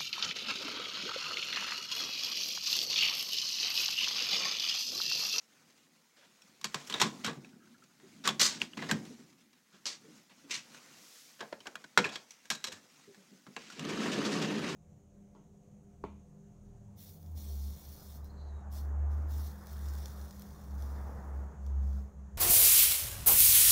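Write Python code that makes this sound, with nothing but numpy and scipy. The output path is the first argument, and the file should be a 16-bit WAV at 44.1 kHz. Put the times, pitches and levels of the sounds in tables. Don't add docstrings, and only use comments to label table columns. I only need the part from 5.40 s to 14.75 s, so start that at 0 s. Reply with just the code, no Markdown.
import sys
import numpy as np
from scipy import signal
from scipy.fft import rfft, irfft, next_fast_len
from scipy.io import wavfile
from scipy.ndimage import uniform_filter1d, map_coordinates

SR = 44100
rng = np.random.default_rng(int(sys.argv[2]) if len(sys.argv) > 2 else 0)


def generate_wav(sig):
    pcm = np.round(np.clip(np.atleast_2d(sig).T, -1, 1) * 32767).astype(np.int16)
    wavfile.write(sys.argv[1], SR, pcm)


N = 412335

# frequency in Hz, width in Hz, relative level in dB.
PANE_MODES = [(144.8, 9.2, -1.5), (165, 28, 1), (213.8, 9.6, 3), (249, 11, 2), (246, 52, -2),
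              (303.7, 11, -6.5), (361.7, 17, -7), (445, 11, -20.5)]
# frequency in Hz, width in Hz, relative level in dB.
FRAME_MODES = [(457.6, 6.8, 2), (545, 13, 2.5), (1056, 15, -2.5), (1370, 24, -0.5), (1666, 27, 2),
               (1847, 16, -2), (2265, 21, 1.5), (2466, 18, 4), (3283, 25, -1), (3920, 34, 6), (5570, 60, 2),
               (7380, 150, 3.5)]


def amp(db):
    return 10 ** (np.asarray(db) / 20)


def unit(x):
    return x / np.sqrt(np.mean(x ** 2) + 1e-20)


def along(points, hz):
    f, v = np.transpose(points)
    return np.interp(np.log(hz + 1), np.log(f + 1), v)


def curves(rows):
    s, *columns = np.transpose(rows)
    return [np.interp(np.arange(N) / SR, s, column) for column in columns]


def noise(size=N):
    return rng.standard_normal(size)


def wobble(rate):
    knots = noise(int(N * rate / SR) + 4)
    return map_coordinates(knots, [np.arange(N) * rate / SR])


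def grains(rate, spread_db):
    struck = rng.random(N) < rate / SR
    size = rng.uniform(-1.0, 1, N) * amp(spread_db * np.clip(noise(), -2, 2))
    return unit(struck * size)


def filtered(x, response):
    m = next_fast_len(len(x) + SR // 2)
    return irfft(rfft(x, m) * response(np.fft.rfftfreq(m, 1 / SR)), m)[:len(x)]


def coloured(x, spectrum):
    return unit(filtered(x, lambda hz: amp(along(spectrum, hz))))


def band(x, low_hz, high_hz, order=3):
    sos = signal.butter(order, [low_hz, high_hz], "band", fs=SR, output="sos")
    return signal.sosfilt(sos, x)


def resonate(x, modes):
    out = np.zeros(len(x))
    for k, (hz, width, db) in enumerate(modes):
        b, a = signal.iirpeak(hz, hz / width, fs=SR)
        out += (-1) ** k * amp(db) * signal.lfilter(b, a, x)
    return out


def patchy(x, depth_db):
    z = signal.stft(x, nperseg=512)[2]
    field = uniform_filter1d(rng.standard_normal(z.shape), size=5, axis=0)
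    field = uniform_filter1d(field, size=5, axis=1)
    return unit(signal.istft(z * amp(depth_db * unit(field)), nperseg=512)[1][:N])


def add(track, s, sound):
    part = track[round(s * SR):][:len(sound)]
    part += sound[:len(part)]


def room(x):
    # frequency in Hz, t60 in seconds.
    room_decay = [(150, 0.33), (700, 0.2), (3000, 0.19), (12000, 0.16)]
    hz, t, z = signal.stft(noise(SR // 2), SR, nperseg=256)
    t60 = along(room_decay, hz)[:, None]
    tail = signal.istft(z * amp(-60 * t / t60), SR, nperseg=256)[1]
    return signal.fftconvolve(x, tail / np.linalg.norm(tail))[:N]


def glass(spectrum, pane_db):
    drive = coloured(noise(), spectrum)
    return unit(drive + amp(pane_db) * unit(resonate(noise(), PANE_MODES)))


def ticks(rate, t60=0.044):
    t = np.arange(SR // 10) / SR
    click = band(noise(len(t)), 900, 5700, order=2) * amp(-60 * t / t60)
    clicks = signal.fftconvolve(grains(rate, spread_db=6.0), click)[:N]
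    return unit(clicks + resonate(clicks, FRAME_MODES))


def handling(shudder_db=-1.5, tick_db=-81, palm_db=-57.5):
    # time in seconds, relative shudder level in dB, relative rustle level in dB.
    background = [(0, -76, -68), (.3, -68, -66.5), (.65, -75.5, -70), (1.15, -65.5, -67.5),
                  (1.45, -59.5, -54.5), (1.8, -51.5, -59), (2.2, -58, -71.5), (2.55, -67.5, -68),
                  (3.05, -46.5, -56.5), (3.3, -56.5, -63), (3.55, -43, -55), (3.97, -70.5, -70.5),
                  (4.25, -73, -71.5), (4.75, -63, -64.5), (4.87, -67, -67.5), (5.3, -63.5, -58.5),
                  (6, -75, -66.5), (6.5, -72, -66.5), (7.5, -71.5, -64.5), (8.3, -70.5, -67.5)]
    # frequency in Hz, relative density in dB per Hz.
    shudder_spectrum = [(21, -65), (35, -22), (86, -18.5), (134, -5.5), (194, -7), (231, 1.5), (325, -5.5),
                        (382, -10.5), (475, -25), (900, -23.5), (1170, -59), (1980, -120)]
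    rustle_spectrum = [(290, -15.5), (500, 1), (595, -3.5), (1030, -3.5), (1480, -1.5), (1670, -3.5),
                       (1930, -1.5), (3250, -5), (6510, -3.5), (8960, -13), (15100, -23), (16000, -15)]
    palm_spectrum = [(500, -28), (1500, -6.5), (5900, 5), (9000, -3.5), (13000, -5.5), (16000, -7.5)]
    shudder_level, rustle_level = curves(background)
    shudder_gain = amp(shudder_db + shudder_level + 2.7 * wobble(12))
    shudder = shudder_gain * glass(shudder_spectrum, pane_db=-2.5)
    fibres = coloured(grains(rate=8300, spread_db=0.5), rustle_spectrum)
    rustle = amp(rustle_level + 1.4 * wobble(27)) * patchy(fibres, depth_db=2.0)
    stroke = 1 / (1 + ((np.arange(N) / SR - 5.763) / 0.18) ** 2)
    palm = amp(palm_db) * stroke * coloured(noise(), palm_spectrum)
    return shudder + rustle + palm + amp(tick_db) * ticks(rate=10)


def squeaks(width=0.12):
    # start in seconds, level in dB, centre in Hz, time to the peak in seconds.
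    squeak_events = [(2.128, -68, 1420, 0.0089), (2.2, -67, 1460, .012), (2.222, -65, 1420, 0.011),
                     (2.265, -66, 1480, 0.0055), (2.342, -62, 1500, .006), (2.42, -64, 1420, 0.0062),
                     (2.495, -71, 1440, .009)]
    out, t = np.zeros(N), np.arange(SR // 5) / SR
    for s, db, hz, rise in squeak_events:
        swell = t / rise * np.exp(1 - t / rise)
        squeal = unit(band(noise(len(t)), hz * (1 - width), hz * (1 + width)))
        add(out, s, amp(db) * swell * squeal)
    return out


def thuds_and_swells(level_db=-1, rise=0.02, t60=0.15, noise_db=-5, sag=.12):
    # start in seconds, relative level in dB, nominal pitch in Hz.
    low_events = [(1.641, -23.5, 223.5), (1.673, -37, 298), (1.734, -43, 292), (1.967, -34, 138),
                  (2.154, -47, 234), (2.628, -42.5, 378), (2.848, -35, 187), (3.005, -33, 172),
                  (3.513, -33, 105), (3.692, -34, 249), (3.79, -41.5, 231), (3.515, -27, 187.5),
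                  (4.334, -47, 192), (4.641, -46, 434), (4.679, -41.5, 302), (5.04, -43.5, 275),
                  (6.575, -20, 487), (6.576, -25, 184), (6.644, -33, 400), (6.7, -44, 328),
                  (7.102, -41, 638), (7.272, -40, 509), (7.322, -47, 97), (7.674, -40, 396),
                  (7.772, -45.5, 192), (7.913, -43, 193), (8.075, -43.5, 201), (8.77, -21, 277),
                  (8.955, -22.5, 296)]
    out, t = np.zeros(N), np.arange(SR // 2) / SR
    swing = (1 - np.exp(-t / rise)) * amp(-60 * t / t60)
    bent_time = np.cumsum(1 + sag * (np.exp(-np.pi * t / t60) - .5)) / SR
    for s, db, hz in low_events:
        tone = np.sin(2 * np.pi * hz * bent_time)
        dull_noise = unit(band(noise(len(t)), 140, 440))
        add(out, s, amp(db + level_db) * swing * (tone + amp(noise_db) * dull_noise))
    return out


def scrapes(rise=0.001, release_t60=0.18, bite_width=0.25,
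            room_db=-9, rasp_db=-1, bite_db=-4, metal_db=-3, fizz_db=-17):
    # start in seconds, relative level of the dull grinding in dB,
    # relative level of the bright metal in dB, length in seconds, pitch in Hz at which its edge bites.
    scrape_events = [(0.763, -65.5, -73, 0.092, 2500), (1.358, -55, -60, 0.048, 6000),
                     (1.498, -48, -57, 0.12, 3680), (1.628, -41, -45, .014, 3700),
                     (1.838, -43, -64, 0.038, 3800), (2.839, -48, -43.5, .01, 3400),
                     (2.853, -36.5, -45, 0.018, 1300), (2.995, -38.5, -26.5, 0.02, 5040),
                     (3.013, -48, -31, 0.019, 6400), (3.047, -54, -32, 0.01, 6400),
                     (3.086, -52, -50, 0.073, 5500), (3.201, -51, -49, 0.025, 2700),
                     (3.37, -51, -69, 0.096, 2000), (3.488, -44.5, -48, 0.028, 1900),
                     (4.326, -66, -66.5, 0.037, 1300), (4.455, -50.5, -36.5, 0.02, 5100),
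                     (4.498, -58.5, -54.5, 0.035, 5450), (4.895, -62, -74, 0.025, 2000),
                     (5.096, -54, -53.5, 0.0065, 2400), (5.107, -53, -36, 0.0089, 2490),
                     (5.137, -64, -43, 0.02, 2300), (5.992, -54, -72, 0.013, 1600),
                     (6.592, -51.5, -54, 0.035, 1800), (6.72, -52, -50.5, 0.029, 4200),
                     (8.181, -63, -59.5, 0.23, 2500), (8.486, -45, -49, 0.018, 2400),
                     (8.6, -46, -51, 0.082, 2500), (8.715, -44, -46.5, .025, 3020),
                     (8.848, -45.5, -43, 0.018, 3800), (8.918, -51, -44, .012, 4770),
                     (9.016, -43, -43, 0.011, 2690), (9.286, -48, -49, .015, 2400)]
    # frequency in Hz, width in Hz, relative level in dB.
    channel_modes = [(2030, 60, -13), (4217, 35, -2), (4356, 35, -1), (4550, 40, -1), (4842, 35, -1),
                     (5585, 35, 1), (5857, 35, -4), (6096, 30, 4), (6340, 35, -2), (6445, 35, -3),
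                     (6990, 35, -5), (7187, 45, -5), (7500, 35, -8), (7616, 35, -8)]
    # frequency in Hz, relative density in dB per Hz.
    rasp_spectrum = [(120, -36.5), (200, -11), (749, -24.5), (1160, -4.5), (1500, -8), (2090, -3),
                     (2420, -7), (4430, 1), (5330, 0), (6280, -1.5), (8000, -7), (9230, -18.5),
                     (16000, -39.5)]
    grind_spectrum = [(40, -44), (150, -10), (350, -5), (800, -4.5), (1200, -1), (1900, -2.5), (2500, -4.5),
                      (3400, -3.5), (5000, -12), (7500, -18.5), (10000, -29), (16000, -36.5)]
    t = np.arange(SR // 2) / SR
    dull, bright, bite = np.zeros((3, N))
    for s, dull_db, bright_db, length, bite_hz in scrape_events:
        stroke = amp(-60 * np.maximum(t - length, 0) / release_t60) * (1 - np.exp(-t / rise))
        edge = unit(band(noise(len(t)), bite_hz / (1 + bite_width), bite_hz * (1 + bite_width)))
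        add(dull, s, stroke * amp(dull_db))
        add(bright, s, stroke * amp(bright_db))
        add(bite, s, stroke * amp(bright_db) * edge)
    grip = unit(amp(2.2 * wobble(330)))
    slips = grip * grains(rate=15000, spread_db=0)
    chatter = unit(grains(rate=12000, spread_db=2) * amp(2.2 * wobble(130)))
    grind = dull * patchy(coloured(chatter, grind_spectrum), depth_db=2.5)
    rasp = bright * coloured(slips, rasp_spectrum)
    force = bright / bright.max()
    ring = resonate(noise() * force ** 1.5, channel_modes)
    metal = bright.max() * ring / np.std(resonate(noise(), channel_modes))
    fizz = bright * force * unit(band(slips, 7400, 15000))
    dry = grind + amp(rasp_db) * rasp + amp(bite_db) * grip * bite
    dry += amp(metal_db) * metal + amp(fizz_db) * fizz
    return dry + amp(room_db) * room(dry)


def crumbs(rate, centre_hz=2600, octaves=0.793, cycles=14, spread_db=3):
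    t = np.arange(SR // 50) / SR
    when, pitch, size = rng.random((int(rate * N / SR), 3)).T[:, :, None]
    hz = centre_hz * 2 ** (octaves * np.sqrt(3) * (2 * pitch - 1))
    strength = amp(spread_db * np.minimum(-np.log(1 - size), np.pi))
    cracks = strength * np.sin(2 * np.pi * hz * t) * amp(-20 * hz * t / cycles)
    at = (when * N).astype(int) + np.arange(len(t))
    return unit(np.bincount(at.ravel(), cracks.ravel(), N)[:N])


def rolling(rumble_db=-36.5, grit_db=-42, room_db=-9, hum_db=-40, surge_db=0.65, hiss_db=-53,
            crumb_db=-5, drone_full_at=0.59):
    # time in seconds, speed as a share of full speed.
    speed_course = [(8.2, 0.026), (8.36, 0.037), (8.41, 0.36), (8.62, 0.87), (8.78, 0.99), (9.03, 0.95),
                    (9.19, 0.7), (9.3, 0.81), (9.35, 0.57)]
    # frequency in Hz, width in Hz, relative level in dB.
    roller_modes = [(293, 18, -2), (372, 18, -4.5), (430, 35, -6)]
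    # frequency in Hz, relative density in dB per Hz.
    rumble_spectrum = [(21, -69), (35, -27), (108, -10), (138, -2), (181, -8), (210, 10), (238, 0.5),
                       (291, 3), (325, 0.5), (456, -5.5), (599, -16.5), (900, -29), (1170, -33),
                       (1980, -120)]
    grit_spectrum = [(320, -18), (550, 2), (599, -1), (740, 3.5), (864, -3), (953, 4), (1260, -2),
                     (1850, 2.5), (1980, -1), (2950, 0), (3910, -6.5), (6220, -9.5), (15100, -35.5),
                     (16000, -49)]
    moving = np.arange(N) / SR > speed_course[0][0]
    speed = curves(speed_course)[0] * moving
    bumpy = wobble(45)
    underway = np.tanh(speed / drone_full_at)
    drone = underway * unit(glass(rumble_spectrum, pane_db=-1.5) * amp(0.84 * bumpy))
    upper_rumble = unit(band(noise(), 250, 545)) + unit(resonate(noise(), roller_modes))
    hum = speed ** 2 * unit(upper_rumble)
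    dirt = grains(rate=9000, spread_db=2.5) * amp(.6 * bumpy + 1.4 * wobble(110))
    crunch = patchy(coloured(dirt, grit_spectrum), depth_db=1.8)
    surges = amp(surge_db * wobble(15))
    grit = speed ** 0.94 * surges * (crunch + amp(crumb_db) * crumbs(rate=450))
    grit_in_room = grit + amp(room_db) * room(grit)
    fluctuation = amp(4 * np.clip(wobble(28), -1.5, 1.5))
    hiss = speed ** 2 * unit(fluctuation * band(noise(), 3300, 7100))
    low = amp(rumble_db) * drone + amp(hum_db) * hum
    return low + amp(grit_db) * grit_in_room + amp(hiss_db) * hiss


def contacts(level_db=-1.5, pane_db=7, boom_rise=0.007, strike_rise=0.00056, ring_width=0.014,
             chatter_db=2.5, push_db=-24.5):
    # start in seconds, relative strength in dB,
    # hardness in dB per octave, then boom and tail in dB, ring in Hz, ring in dB.
    contact_events = [(1.019, -65.5, 4.5, -14, -19, 5400, 2), (1.213, -57, 4.5, -15, -25, 1080, 2.5),
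                      (1.243, -35, 2.5, -13.5, -13, 4440, -3), (1.344, -34, -0.5, -12, -14, 1060, -7),
                      (1.473, -60, 7.5, -20.5, -20, 7930, 8), (1.498, -43, 1.5, -9.5, -11, 3420, -0.5),
                      (1.525, -43.5, -0.5, -9.5, -23.5, 3120, 19.5),
                      (1.54, -38, -1.5, -12.5, -7.5, 3650, 15), (1.583, -53, -1, -13.5, -9, 3650, 11.5),
                      (1.599, -33, 0.5, -8.5, -2.5, 3480, 1.5), (1.615, -24.5, 1.2, -16.5, -10.5, 997, 4.5),
                      (1.637, -40.5, -1, -0.5, 2, 1093, 2.5), (1.845, -35.5, 0, -6.5, -7, 3770, 0.5),
                      (1.863, -43, 3, -0.5, -11, 1452, 7.5), (1.879, -40, -4, -2, -11, 1140, 9.5),
                      (2.046, -60, -2.5, -20, -13, 2520, 12), (2.438, -68, 2.5, -2, -17, 4420, 4),
                      (2.599, -66, -4, -2, -8.5, 1890, 1), (2.875, -30, 3, -12, -17, 1117, 8.5),
                      (2.889, -33, -2, -11.5, -17, 3385, 18), (3.217, -40.5, 1.5, -5, -19, 2700, 30.5),
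                      (3.334, -60, -2, -13, -26, 2840, 23), (3.372, -46.5, -2.5, 4.5, -10.5, 870, 1),
                      (3.391, -54.5, -5, 2, 0.5, 2010, 14), (3.424, -45.5, -6, -3.5, -9, 1710, 10),
                      (3.494, -45, -7.5, -1, -2.5, 1850, 12), (3.512, -31.5, 1.5, 0, -18.5, 1585, 9),
                      (3.652, -61, 4.5, -8.5, -14.5, 4100, 5), (5.346, -57, 0.5, -16, -10, 1500, 5),
                      (6.006, -42, -3.5, -13, -10, 1570, 2), (6.028, -60.5, -13.5, -12, -9, 530, 11),
                      (6.126, -46, -7.5, -10.5, -14, 566, 9), (6.204, -59, -0.5, -4, -20, 3000, 7),
                      (6.256, -53.5, -6, -13, -4.5, 1550, 0), (6.269, -44, -0.5, -17, -23, 1480, 7),
                      (6.355, -45.5, .3, -16.5, -27, 1490, 13), (6.441, -53.5, -2, -7.5, -21, 1480, 8),
                      (6.575, -23.5, -2, -17, -19.5, 1460, 20.5),
                      (6.577, -31, -0.5, -16.5, -14.5, 2095, 15),
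                      (6.587, -33, -2.5, -15.5, -11.5, 1380, 9.5), (6.642, -40.5, -3.5, -8, -5, 2480, 15),
                      (6.648, -42, -3, -11, -9, 2430, 17), (6.654, -42, -3, -15, -8, 1673, 11),
                      (6.663, -47, -2.5, -7.5, -7.5, 2560, 8), (6.69, -48.5, -1, -8, -4, 3400, 2),
                      (6.757, -42, -1, -21, -16, 3250, 6), (6.907, -61, 5.5, -22, -1.5, 5860, 23),
                      (7.054, -62.5, 3.5, -18, -12, 1640, 10), (7.102, -33.5, 3.5, -15.5, -10, 1595, 2),
                      (7.121, -45.5, 3, -13, -6, 3980, 1), (7.149, -49.5, 2.5, -14, -4.5, 3840, 8),
                      (7.241, -38.5, 2.5, -24, -10, 4040, 0.5), (7.271, -48, 3, -21, -8, 3830, 10),
                      (7.319, -48, 2, -9.5, 5, 1746, -8), (7.745, -62.5, 0, -8, -20, 1720, 5.5),
                      (8.066, -58.5, -4.5, 4, -17, 1310, 9), (8.164, -42.5, -3, -12, -20, 2670, 6.5),
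                      (8.301, -56, 2, -13, -9, 1396, 13), (8.323, -55.5, 1, -8, -7, 2680, 1),
                      (8.394, -46, 1, -18, -19, 2810, -2), (8.45, -48, 0.5, -5, -15, 3400, 0)]
    # low edge in Hz, high edge in Hz, relative level in dB,
    # t60 of the strike in seconds, t60 of the tail in seconds.
    strike_parts = [(322, 896, -10.5, 0.07, 0.48), (830, 2030, -2.5, 0.051, 0.24),
                    (2220, 4750, 0.5, 0.029, 0.17), (5030, 7860, -4, 0.026, 0.21),
                    (8200, 13500, -17, 0.037, 0.095)]
    pivot_hz = 1980
    crack_db, crack_t60 = 0.5, 0.008
    equal_ring_t60, ring_damping = 0.072, 0.66
    ring_tail_db, ring_tail_t60, ring_limit_db = -4, 0.29, 9
    twin_ratio, twin_db = 1.05, -5
    out, t = np.zeros(N), np.arange(SR // 2) / SR
    onset, first_cycles = t < .012, t < .035
    looseness = amp(chatter_db * wobble(220))
    for s, db, hardness, boom_db, tail_db, ring_hz, ring_db in contact_events:
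        rattle = looseness[round(s * SR):][:len(t)]

        def burst(t60, tail_t60, crack=0):
            decay = amp(-60 * t / t60) + amp(tail_db - 60 * t / tail_t60)
            return noise(len(t)) * (crack + rattle * decay)

        shove = burst(0.035, 0.23)
        swing = 1 - np.exp(-t / boom_rise)
        push = band(shove, 35, 110, order=1) * swing
        boom = (band(shove, 103, 358) + amp(pane_db) * resonate(shove, PANE_MODES)) * swing
        low = amp(boom_db) * boom / np.std(boom[first_cycles])
        low += amp(push_db + 0.22 * boom_db) * push / np.std(push[first_cycles])
        crack = max(1 - amp(tail_db), 0) * amp(crack_db - 60 * t / crack_t60)
        strike = np.zeros(len(t))
        for low_hz, high_hz, part_db, t60, tail_t60 in strike_parts:
            part = band(burst(t60, tail_t60, crack), low_hz, high_hz)
            octaves = np.log2(np.sqrt(low_hz * high_hz) / pivot_hz)
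            strike += amp(part_db + hardness * octaves) * part / np.std(part[onset])
        wander = np.cumsum(noise(len(t))) * np.sqrt(2 * np.pi * ring_width * ring_hz / SR)
        ring_t60 = equal_ring_t60 * amp(-ring_damping * ring_db)
        lingering_db = tail_db + min(ring_db, ring_limit_db) + ring_tail_db
        fade = amp(ring_db - 60 * t / ring_t60) + amp(lingering_db - 60 * t / ring_tail_t60)
        phase = 2 * np.pi * ring_hz * t
        twin = amp(twin_db) * rattle * np.sin(twin_ratio * phase - wander)
        ring = fade * (np.sin(phase + wander) + twin)
        hit = low + strike + resonate(strike, FRAME_MODES) + ring
        add(out, s, amp(level_db + db) * hit * (1 - np.exp(-t / strike_rise)))
    return out


def scene():
    return (handling() + squeaks() + thuds_and_swells() + scrapes() + rolling() + contacts())[None]


def record(dry, low_cut_hz=70, hiss_db=-77, top_hz=16050):
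    high_pass = signal.butter(1, low_cut_hz, "high", fs=SR, output="sos")
    thin = signal.sosfilt(high_pass, dry + amp(hiss_db) * noise())
    return np.array([filtered(x, lambda hz: hz < top_hz) for x in thin])


dry = scene()
out = record(dry)
generate_wav(out)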